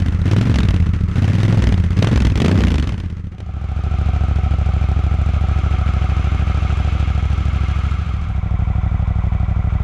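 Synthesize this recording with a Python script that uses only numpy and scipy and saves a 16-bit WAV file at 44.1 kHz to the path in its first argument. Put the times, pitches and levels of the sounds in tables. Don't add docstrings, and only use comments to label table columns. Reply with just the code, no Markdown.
import sys
import numpy as np
from scipy import signal
from scipy.fft import rfft, irfft
from scipy.io import wavfile
from scipy.ndimage import uniform_filter1d

SR = 44100
rng = np.random.default_rng(int(sys.argv[2]) if len(sys.argv) > 2 else 0)


def master_out(mix):
    frames = np.transpose(np.atleast_2d(mix))
    ceiling = np.clip(frames, -1, 1)
    pcm = np.round(ceiling * 32767).astype(np.int16)
    wavfile.write(sys.argv[1], SR, pcm)


N = 433503
TIME = np.arange(N) / SR
REST_SPEED = 10.708
ROUND_TRIP_S = 0.00958

# f/Hz, level/dB
RASP = [(300, -11), (700, -4.5), (1200, -2), (2100, -2.5), (3200, -5), (4500, -12), (6200, -16),
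        (8200, -25), (9200, -25), (10200, -34.5), (12500, -34), (15500, -80.5)]
# f/Hz, level/dB
CASE_RING = [(700, -26.5), (1080, -10.5), (1200, -2), (1300, 5), (1420, -4), (1700, -14), (2500, -33.5)]


def from_db(db):
    return 10 ** (np.asarray(db) / 20)


def pan(db):
    return from_db(db * np.array([[.5], [-.5]]))


def in_time(rows):
    s, *columns = np.transpose(rows)
    return [np.interp(TIME, s, c) for c in columns]


def lag(x, s):
    r = np.exp(-1 / (s * SR))
    return signal.lfilter([1 - r], [1, -r], x + 1e-18)


def colour(x, spectrum, modes=(), size=16384):
    hz = np.maximum(np.arange(size // 2 + 1) * SR / size, 1)
    points, levels = np.transpose(spectrum)
    db = np.interp(np.log(hz), np.log(points), levels)
    db -= 20 * np.log10(np.maximum(points[0] / hz, 1) * np.maximum(hz / points[-1], 1))
    for centre, width, lift_db in modes:
        db += lift_db / (1 + ((hz - centre) / width) ** 2)
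    cepstrum = irfft(np.log(from_db(db)))
    cepstrum[1:size // 2] *= 2
    cepstrum[size // 2 + 1:] = 0
    response = irfft(np.exp(rfft(cepstrum)))[:size // 2]
    return signal.oaconvolve(np.atleast_2d(x), response[None], axes=-1)[:, :N]


def even(x, size=4400):
    power = uniform_filter1d(uniform_filter1d(np.mean(x ** 2, axis=0), size), size)
    return x / np.sqrt(np.maximum(power, 0) + 1e-4 * np.mean(power))


def swell(clicks, rise_s, fall_s):
    t = TIME[:SR // 10]
    shape = (1 - np.exp(-t / rise_s)) ** 2 * np.exp(-t / fall_s)
    return signal.oaconvolve(clicks, shape / shape.max())[:N]


def cycles(speed, start):
    turned = np.cumsum(in_time(speed)[0]) / SR
    return turned - np.interp(speed[0][0], TIME, turned) + start


def kicks(turned, places, scatter_db, lead_s=0., jitter_s=.00007):
    out, whole = np.zeros(N), np.arange(np.floor(turned[0]), turned[-1] + 1)
    for place, strength in places:
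        timing, force = rng.standard_normal((len(whole), 2)).T
        when = np.interp(whole + place, turned, TIME, left=-1, right=-1) - lead_s + jitter_s * timing
        at = np.round(when * SR).astype(int)
        inside = (at >= 0) & (at < N)
        out[at[inside]] += strength * from_db(scatter_db * force[inside])
    return out


def turbulence():
    # f/Hz, level/dB
    width = [(300, -81.5), (1400, -17), (2800, -19), (5500, -14), (9500, -3), (14000, -23)]
    mid, side = rng.standard_normal((2, N))
    return mid + colour(side, width) * np.array([[1], [-1]])


def whine(turned, backlash=0.62, ripple=0.067, fastest_place=0.318):
    # teeth meshing per cycle, relative level/dB, swing within the cycle/dB, loudest place
    gears = [(95.8, 4.5, -1, 1), (168.6, -5, 0, 0.3), (246.5, -15, 0, 1)]
    angle = turned + ripple * np.sin(2 * np.pi * (turned - fastest_place)) / (2 * np.pi)
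    out = 0
    for teeth, db, swing_db, loudest in gears:
        play = lag(lag(rng.standard_normal(N), 0.015), 0.0011)
        strength = from_db(db + swing_db * np.cos(2 * np.pi * (turned - loudest)))
        out += strength * np.sin(2 * np.pi * teeth * angle + np.pi * backlash * play / np.std(play))
    return out / np.std(out)


def chirping(turned, chirps, waver=0.62, scatter_db=1.3):
    out = 0
    for place, hz, db, length in chirps:
        drifts = lag(lag(rng.standard_normal((2, N)), 0.015), 0.0027)
        play, force = (drift / np.std(drift) for drift in drifts)
        away = (turned - place + .5) % 1 - .5
        strength = from_db(db + scatter_db * force) * np.exp(-2 * (away / length) ** 2)
        out += strength * np.sqrt(2) * np.sin(2 * np.pi * hz * TIME + np.pi * waver * play / 2)
    return out


def clatter(turned, spectrum, whirr, ring_s):
    contacts = [(0.059, 1), (.17, 0.69), (0.298, 0.082), (.45, 0.47), (0.538, 0.49), (0.632, 0.21),
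                (.74, 0.48), (.92, 0.43)]
    # f/Hz, width/Hz, lift/dB
    case_modes = [(1156, 13, 2.3), (1260, 260, 1.6), (2000, 330, 4.05), (3210, 28, 2.6), (6180, 42, 8.3),
                  (9040, 200, 7.4)]
    knocks = kicks(turned, contacts, scatter_db=4.5, jitter_s=.0001)
    rattle = swell(knocks, rise_s=0.00014, fall_s=ring_s)
    ping = 22 * signal.sosfilt(signal.butter(2, 2400, fs=SR, output="sos"), knocks)
    return even(colour(turbulence() * (whirr + rattle) + ping, spectrum, case_modes))


def firings(turned, second, scatter_db, lead_s):
    return kicks(turned, [(0, 1), (.372, second)], scatter_db, lead_s)


def gas_wave(clicks, build_hz):
    pole = np.exp(-2 * np.pi * build_hz / SR)
    return -signal.lfilter([pole, -1], [1, -pole], clicks[::-1] + 1e-18)[::-1]


def tearing(turned, load, echo=0.49):
    gusts = firings(turned, second=.9, scatter_db=2.0, lead_s=.0006)
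    flow = swell(gusts, rise_s=0.0003, fall_s=0.0048)
    returned = echo * load * np.interp(TIME - ROUND_TRIP_S, TIME, flow, left=0)
    return even(colour(turbulence() * (flow + returned), RASP))


def spitting(turned, overrun, misfire, caught=0.12):
    force = from_db(-8) * overrun * (caught + (1 - caught) * misfire)
    spits = force * firings(turned, second=1.0, scatter_db=1.5, lead_s=0.0011)
    return colour(turbulence() * swell(spits, rise_s=.0006, fall_s=.0026), RASP)


def popping():
    # t/s, level/dB before colouring
    pops = [(0.312, -8.5), (.333, -10), (0.364, -8.5), (0.3853, -14), (.412, -8), (.5845, -12),
            (0.6846, -15), (.741, -11.5), (.7626, -14), (1.4312, -7.5), (1.524, -10), (1.621, -9.5),
            (1.639, -11), (1.6694, -11), (1.723, -8.5), (1.989, -9.5), (2.0246, -0.5), (2.0443, -4),
            (2.071, -4), (2.087, -16), (2.159, -8), (2.2482, -10), (2.401, -4), (2.4182, -2.5), (2.446, -2),
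            (2.46, -3), (2.4812, -3), (2.492, -15), (2.5133, -4.5), (2.5753, -8), (2.6049, -5.5),
            (2.636, -7.5), (3.382, -12), (3.403, -5)]
    # f/Hz, level/dB
    pop_thud = [(90, 13), (250, 34), (450, 31), (800, 19), (1500, -10), (4000, -19)]
    s, db = np.transpose(pops)
    clicks = np.zeros(N)
    clicks[(s * SR).astype(int)] = from_db(db)
    crack = colour(turbulence() * swell(clicks, rise_s=0.00051, fall_s=0.0032), RASP)
    return colour(gas_wave(clicks, build_hz=260), pop_thud) + crack


def growl(turned, speed, load, overrun, doubling_db=10.0):
    # multiple of the cycle rate, load level/dB, overrun level/dB
    overtones = [(6, -27, -27), (8, -33, -32), (11, -41.5, -40.5), (13, -39, -41), (16, -39.5, -52)]
    pulling, coasting = lag(load, .025), lag(overrun, 0.029)
    out = 0
    for multiple, load_db, overrun_db in overtones:
        strength = pulling * from_db(load_db) + coasting * from_db(overrun_db)
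        out += strength * np.cos(2 * np.pi * multiple * turned)
    return out * from_db(doubling_db * np.log2(speed / (2 * REST_SPEED)))


def bark(pulses, spectrum, modes, grit, fall_s, reflection):
    returned = np.interp(TIME - ROUND_TRIP_S, TIME, pulses, left=0)
    returned = signal.sosfilt(signal.butter(1, 500, fs=SR, output="sos"), returned + 1e-18)
    eddies = rng.standard_normal(N) * swell(pulses, rise_s=0.00087, fall_s=fall_s)
    return even(colour(grit * eddies - pulses - reflection * returned, spectrum, modes))


def thumps(turned, load, misfire):
    # f/Hz, level/dB
    tickover_pipe = [(20, 20.5), (40, 38.5), (60, 33.5), (82, 47.5), (104, 41.5), (135, 31), (180, 37.5),
                     (250, 21), (340, 2.5), (600, -8.5)]
    pull_pipe = [(20, 12), (40, 38), (60, 27.6), (80, 45.1), (104, 48.9), (135, 39.4), (180, 34.2),
                 (260, 30.5), (340, 20), (600, 1)]
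    misfire_pipe = [(20, 12), (40, 34), (60, 46), (80, 45.5), (104, 39), (135, 32), (180, 31.5),
                    (260, 29.5), (340, 13), (600, -3.5)]
    pulses = firings(turned, second=1.12, scatter_db=1.6, lead_s=0.0004)
    burnt = (1 - misfire) * pulses
    return (colour(gas_wave((1 - load) * burnt, build_hz=70), tickover_pipe)
            + colour(gas_wave(load * burnt, build_hz=147), pull_pipe)
            + colour(gas_wave(misfire * pulses, build_hz=110), misfire_pipe))


def idling(turned, pipe, metal, boom_lead_s, boom_db, shell_db, ring_db, whine_db, metal_db,
           puff_db, pan_db, whirr):
    # f/Hz, level/dB
    shell_colour = [(150, -13.5), (280, -3), (400, -6.5), (600, -11), (800, -8.5), (950, -19.5),
                    (1600, -20.5), (4000, -51.5)]
    puff_colour = [(600, -19.5), (1500, 1.5), (3000, 2), (5000, -5.5), (7500, -10), (10000, -17),
                   (12000, -34), (15500, -44.5)]
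    # f/Hz, width/Hz, lift/dB
    shell_modes = [(242, 15, 10), (384, 13, 4), (638, 77, 6), (745.6, 27, 10), (770.4, 35, 3.5)]
    pulses = firings(turned, second=1.09, scatter_db=0.5, lead_s=boom_lead_s)
    boom = even(colour(gas_wave(pulses, build_hz=34), pipe))
    fronts = firings(turned, second=1.49, scatter_db=0.5, lead_s=boom_lead_s)
    shell = bark(fronts, shell_colour, shell_modes, grit=0.027, fall_s=0.016, reflection=0.47)
    gusts = firings(turned, second=0.76, scatter_db=2.5, lead_s=0.0053)
    puff = even(colour(turbulence() * swell(gusts, rise_s=0.0015, fall_s=0.0071), puff_colour))
    engine = from_db(metal_db) * clatter(turned, metal, whirr, ring_s=0.015)
    engine += from_db(ring_db) * clatter(turned, CASE_RING, whirr, ring_s=0.0017)
    engine += from_db(whine_db) * whine(turned)
    exhaust = from_db(boom_db) * boom + from_db(shell_db) * shell + from_db(puff_db) * puff
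    return exhaust + pan(pan_db) * engine


def idle_from_seat(shell_hum):
    # t/s, speed/(cycles/s)
    speed = [(7.9, 12.441), (8.8, 12.404), (9.3, 12.27), (9.83, 12.584)]
    # f/Hz, level/dB
    pipe = [(20, -3.5), (38, 36.5), (52, 44), (68, 40.5), (88, 41.5), (108, 38.5), (132, 28), (172, 32),
            (215, 12), (330, -4), (600, -15.5), (1500, -44.5)]
    metal = [(200, -10), (500, -1.5), (850, 0.5), (1080, 0), (1500, -4.5), (1750, -12), (2350, -3.5),
             (2800, -12.5), (3500, -11.5), (4300, -23.5), (7500, -29), (9000, -44), (11500, -44.5),
             (15000, -57)]
    # place, f/Hz, level/dB, length/cycles
    chirps = [(.81, 1040, -37, 0.068), (0.011, 1000, -49, 0.14), (0, 1370, -48, 0.82),
              (0.52, 1980, -46, 0.17), (.8, 2280, -47.5, .25)]
    turned = cycles(speed, start=.401)
    out = idling(turned, pipe, metal, boom_lead_s=0.0016, boom_db=-15.0, shell_db=-36.5, ring_db=-47.5,
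                 whine_db=-50.5, metal_db=-40.0, puff_db=-60.5, pan_db=0.0, whirr=0.95)
    out += chirping(turned, chirps)
    return out + from_db(-4.0) * chirping(turned, shell_hum, waver=.4, scatter_db=1.0)


def idle_beside_silencer(shell_hum):
    # t/s, speed/(cycles/s)
    speed = [(3.2, 13.154), (4.0, 13.518), (4.6, 13.168), (5.1, 13.387), (5.5, 13.43), (6.0, 13.065),
             (6.6, 13.278), (7.1, 13.197), (7.6, 13.054), (8.6, 13.542)]
    # f/Hz, level/dB
    pipe = [(20, 15.5), (38, 29), (52, 47), (68, 43), (88, 44), (108, 35), (132, 30.5), (172, 29.5),
            (215, 10.5), (330, 5.5), (600, -19.5), (1500, -50.5)]
    metal = [(200, 11.5), (500, -1.5), (900, -3), (1200, -3.5), (1550, -3.5), (1800, -10.5), (2450, -1),
             (3700, -9), (4800, -17), (7300, -22), (8300, -35.5), (9900, -36), (11500, -43), (15000, -59)]
    # place, f/Hz, level/dB, length/cycles
    chirps = [(.81, 1160, -36.5, .11), (.25, 1000, -46, 0.12), (0.6, 1310, -37.5, 0.15),
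              (.05, 1320, -35, 0.067), (.7, 2160, -34.5, 0.16), (0.04, 2170, -43.5, 0.075),
              (.3, 1650, -42, 0.25), (0.53, 3270, -48, 0.59)]
    # t/s, boom/dB, shell/dB, clatter/dB, case ring/dB, chirp/dB
    walk = [(4.0, 1.5, 3.5, 0.5, 2.5, -14), (5.05, 1.5, 3, 0, 1.5, -12), (5.75, 0.9, 2, 2.5, 5.5, -4.5),
            (6.65, 0, 1.5, 4, 4, -3.5), (7.2, -0.1, -0.5, 2.5, -0.5, -3.5),
            (7.85, -1.3, -5, 1.5, 3.5, -3.5)]
    boom_db, shell_db, clatter_db, case_db, chirp_db = in_time(walk)
    turned = cycles(speed, start=.488)
    out = idling(turned, pipe, metal, boom_lead_s=0.002594, boom_db=boom_db - 14.0,
                 shell_db=shell_db - 35.0, ring_db=case_db - 42.0, whine_db=case_db - 43.0,
                 metal_db=clatter_db - 35.5, puff_db=-48.5, pan_db=0.66, whirr=1.6)
    out += from_db(chirp_db) * chirping(turned, chirps) * pan(2.5)
    return out + from_db(shell_db - 1) * chirping(turned, shell_hum, waver=0.14, scatter_db=1.5)


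def throttle(first_speed=17.47, intake_lag_s=.041, flywheel_lag_s=.2909, load_delay_s=0.064):
    # opens t/s, shuts t/s, speed gained if held/(cycles/s)
    blips = [(0.179, 0.4712, 20.48), (1.0617, 1.5577, 13.8), (1.905, 2.0898, 26.64),
             (2.3205, 2.5496, 40.83)]
    pull = sum(strength * ((TIME >= opens) & (TIME < shuts)) for opens, shuts, strength in blips)
    coasting = (first_speed - REST_SPEED) * np.exp(-TIME / flywheel_lag_s)
    speed = REST_SPEED + coasting + lag(lag(pull, intake_lag_s), flywheel_lag_s)
    load = lag(np.interp(TIME - load_delay_s, TIME, pull > 0), 0.0059)
    overrun = (1 - load) * np.interp(speed, [11.86, 20.24], [0, 1])
    return speed, load, overrun


def revving(start=.973, burn_lead_s=.0026, hard_surge=86):
    # from t/s, to t/s
    misfires = [(.04, .1), (.505, .615), (.67, .725), (1.585, 1.705), (1.89, 1.92), (2.14, 2.285),
                (2.34, 2.385), (2.565, 2.835), (2.86, 2.905), (2.965, 3.02)]
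    voice_levels = {"thumps": (1.8, -1.74, -0.19, -1.8, 1.5), "bark": (-33, 7.5, 7.5, 2.5, 7.5),
                    "rasp": (-45, 1, 12.5, -1, 14.5), "clatter": (-35, 1.5, 5.5, 0, 6)}
    # f/Hz, level/dB
    bark_colour = [(130, -18), (190, 2.5), (280, -8), (360, -13.5), (440, -16), (650, -23), (1000, -27.5),
                   (1600, -40.5), (4000, -68.5)]
    metal = [(300, 15.5), (700, -3), (1300, 1.5), (2700, -3.5), (4200, -12), (6500, -16.5), (9000, -26),
             (12500, -44), (15500, -62.5)]
    speed, load, overrun = throttle()
    misfire = sum((TIME >= begins) & (TIME < ends) for begins, ends in misfires)
    turned = start + np.cumsum(speed) / SR
    turned += speed * burn_lead_s * lag(1. - misfire, .005)
    surge = load * np.maximum(np.gradient(speed) * SR, 0) / hard_surge
    doublings = np.log2(speed / REST_SPEED)
    gain = {voice: from_db(rest + per_doubling * doublings + pulling * load + surging * surge
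                           + coasting * overrun)
            for voice, (rest, per_doubling, pulling, surging, coasting) in voice_levels.items()}
    pulses = firings(turned, second=1.0, scatter_db=1.5, lead_s=0.00023)
    front = gain["bark"] * bark(pulses, bark_colour, (), grit=0.12, fall_s=0.0061, reflection=.3)
    rasp = gain["rasp"] * tearing(turned, load)
    engine = clatter(turned, metal, whirr=0.027, ring_s=0.015)
    engine += from_db(-11.0) * colour(whine(turned), CASE_RING)
    pipe = gain["thumps"] * thumps(turned, load, misfire) + growl(turned, speed, load, overrun)
    return pipe + front + rasp + spitting(turned, overrun, misfire) + popping() + gain["clatter"] * engine


def scene():
    # place, f/Hz, level/dB, length/cycles
    shell_hum = [(.06, 748, -43.5, .12), (.47, 750, -39.5, .15)]
    # t/s, gain
    rev_fade = [(2.45, 0.59), (2.75, 0.45), (3.0, 0.27), (3.25, 0.17), (3.75, 0.0083)]
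    idle_fade = [(3.27, 0), (4.05, 0.73), (7.87, 0.86), (8.55, 0.052)]
    seat_fade = [(7.92, 0.018), (8.58, 0.88)]
    idle = idle_beside_silencer(shell_hum) * in_time(idle_fade)[0]
    seat = idle_from_seat(shell_hum) * in_time(seat_fade)[0]
    return revving() * in_time(rev_fade)[0] + idle + seat


def record(dry, cutoff_hz=15300):
    rounded = dry / (1 + dry ** 4) ** (1 / 4)
    return signal.sosfilt(signal.ellip(10, .1, 80, cutoff_hz, fs=SR, output="sos"), rounded)


dry = scene()
out = record(dry)
master_out(out)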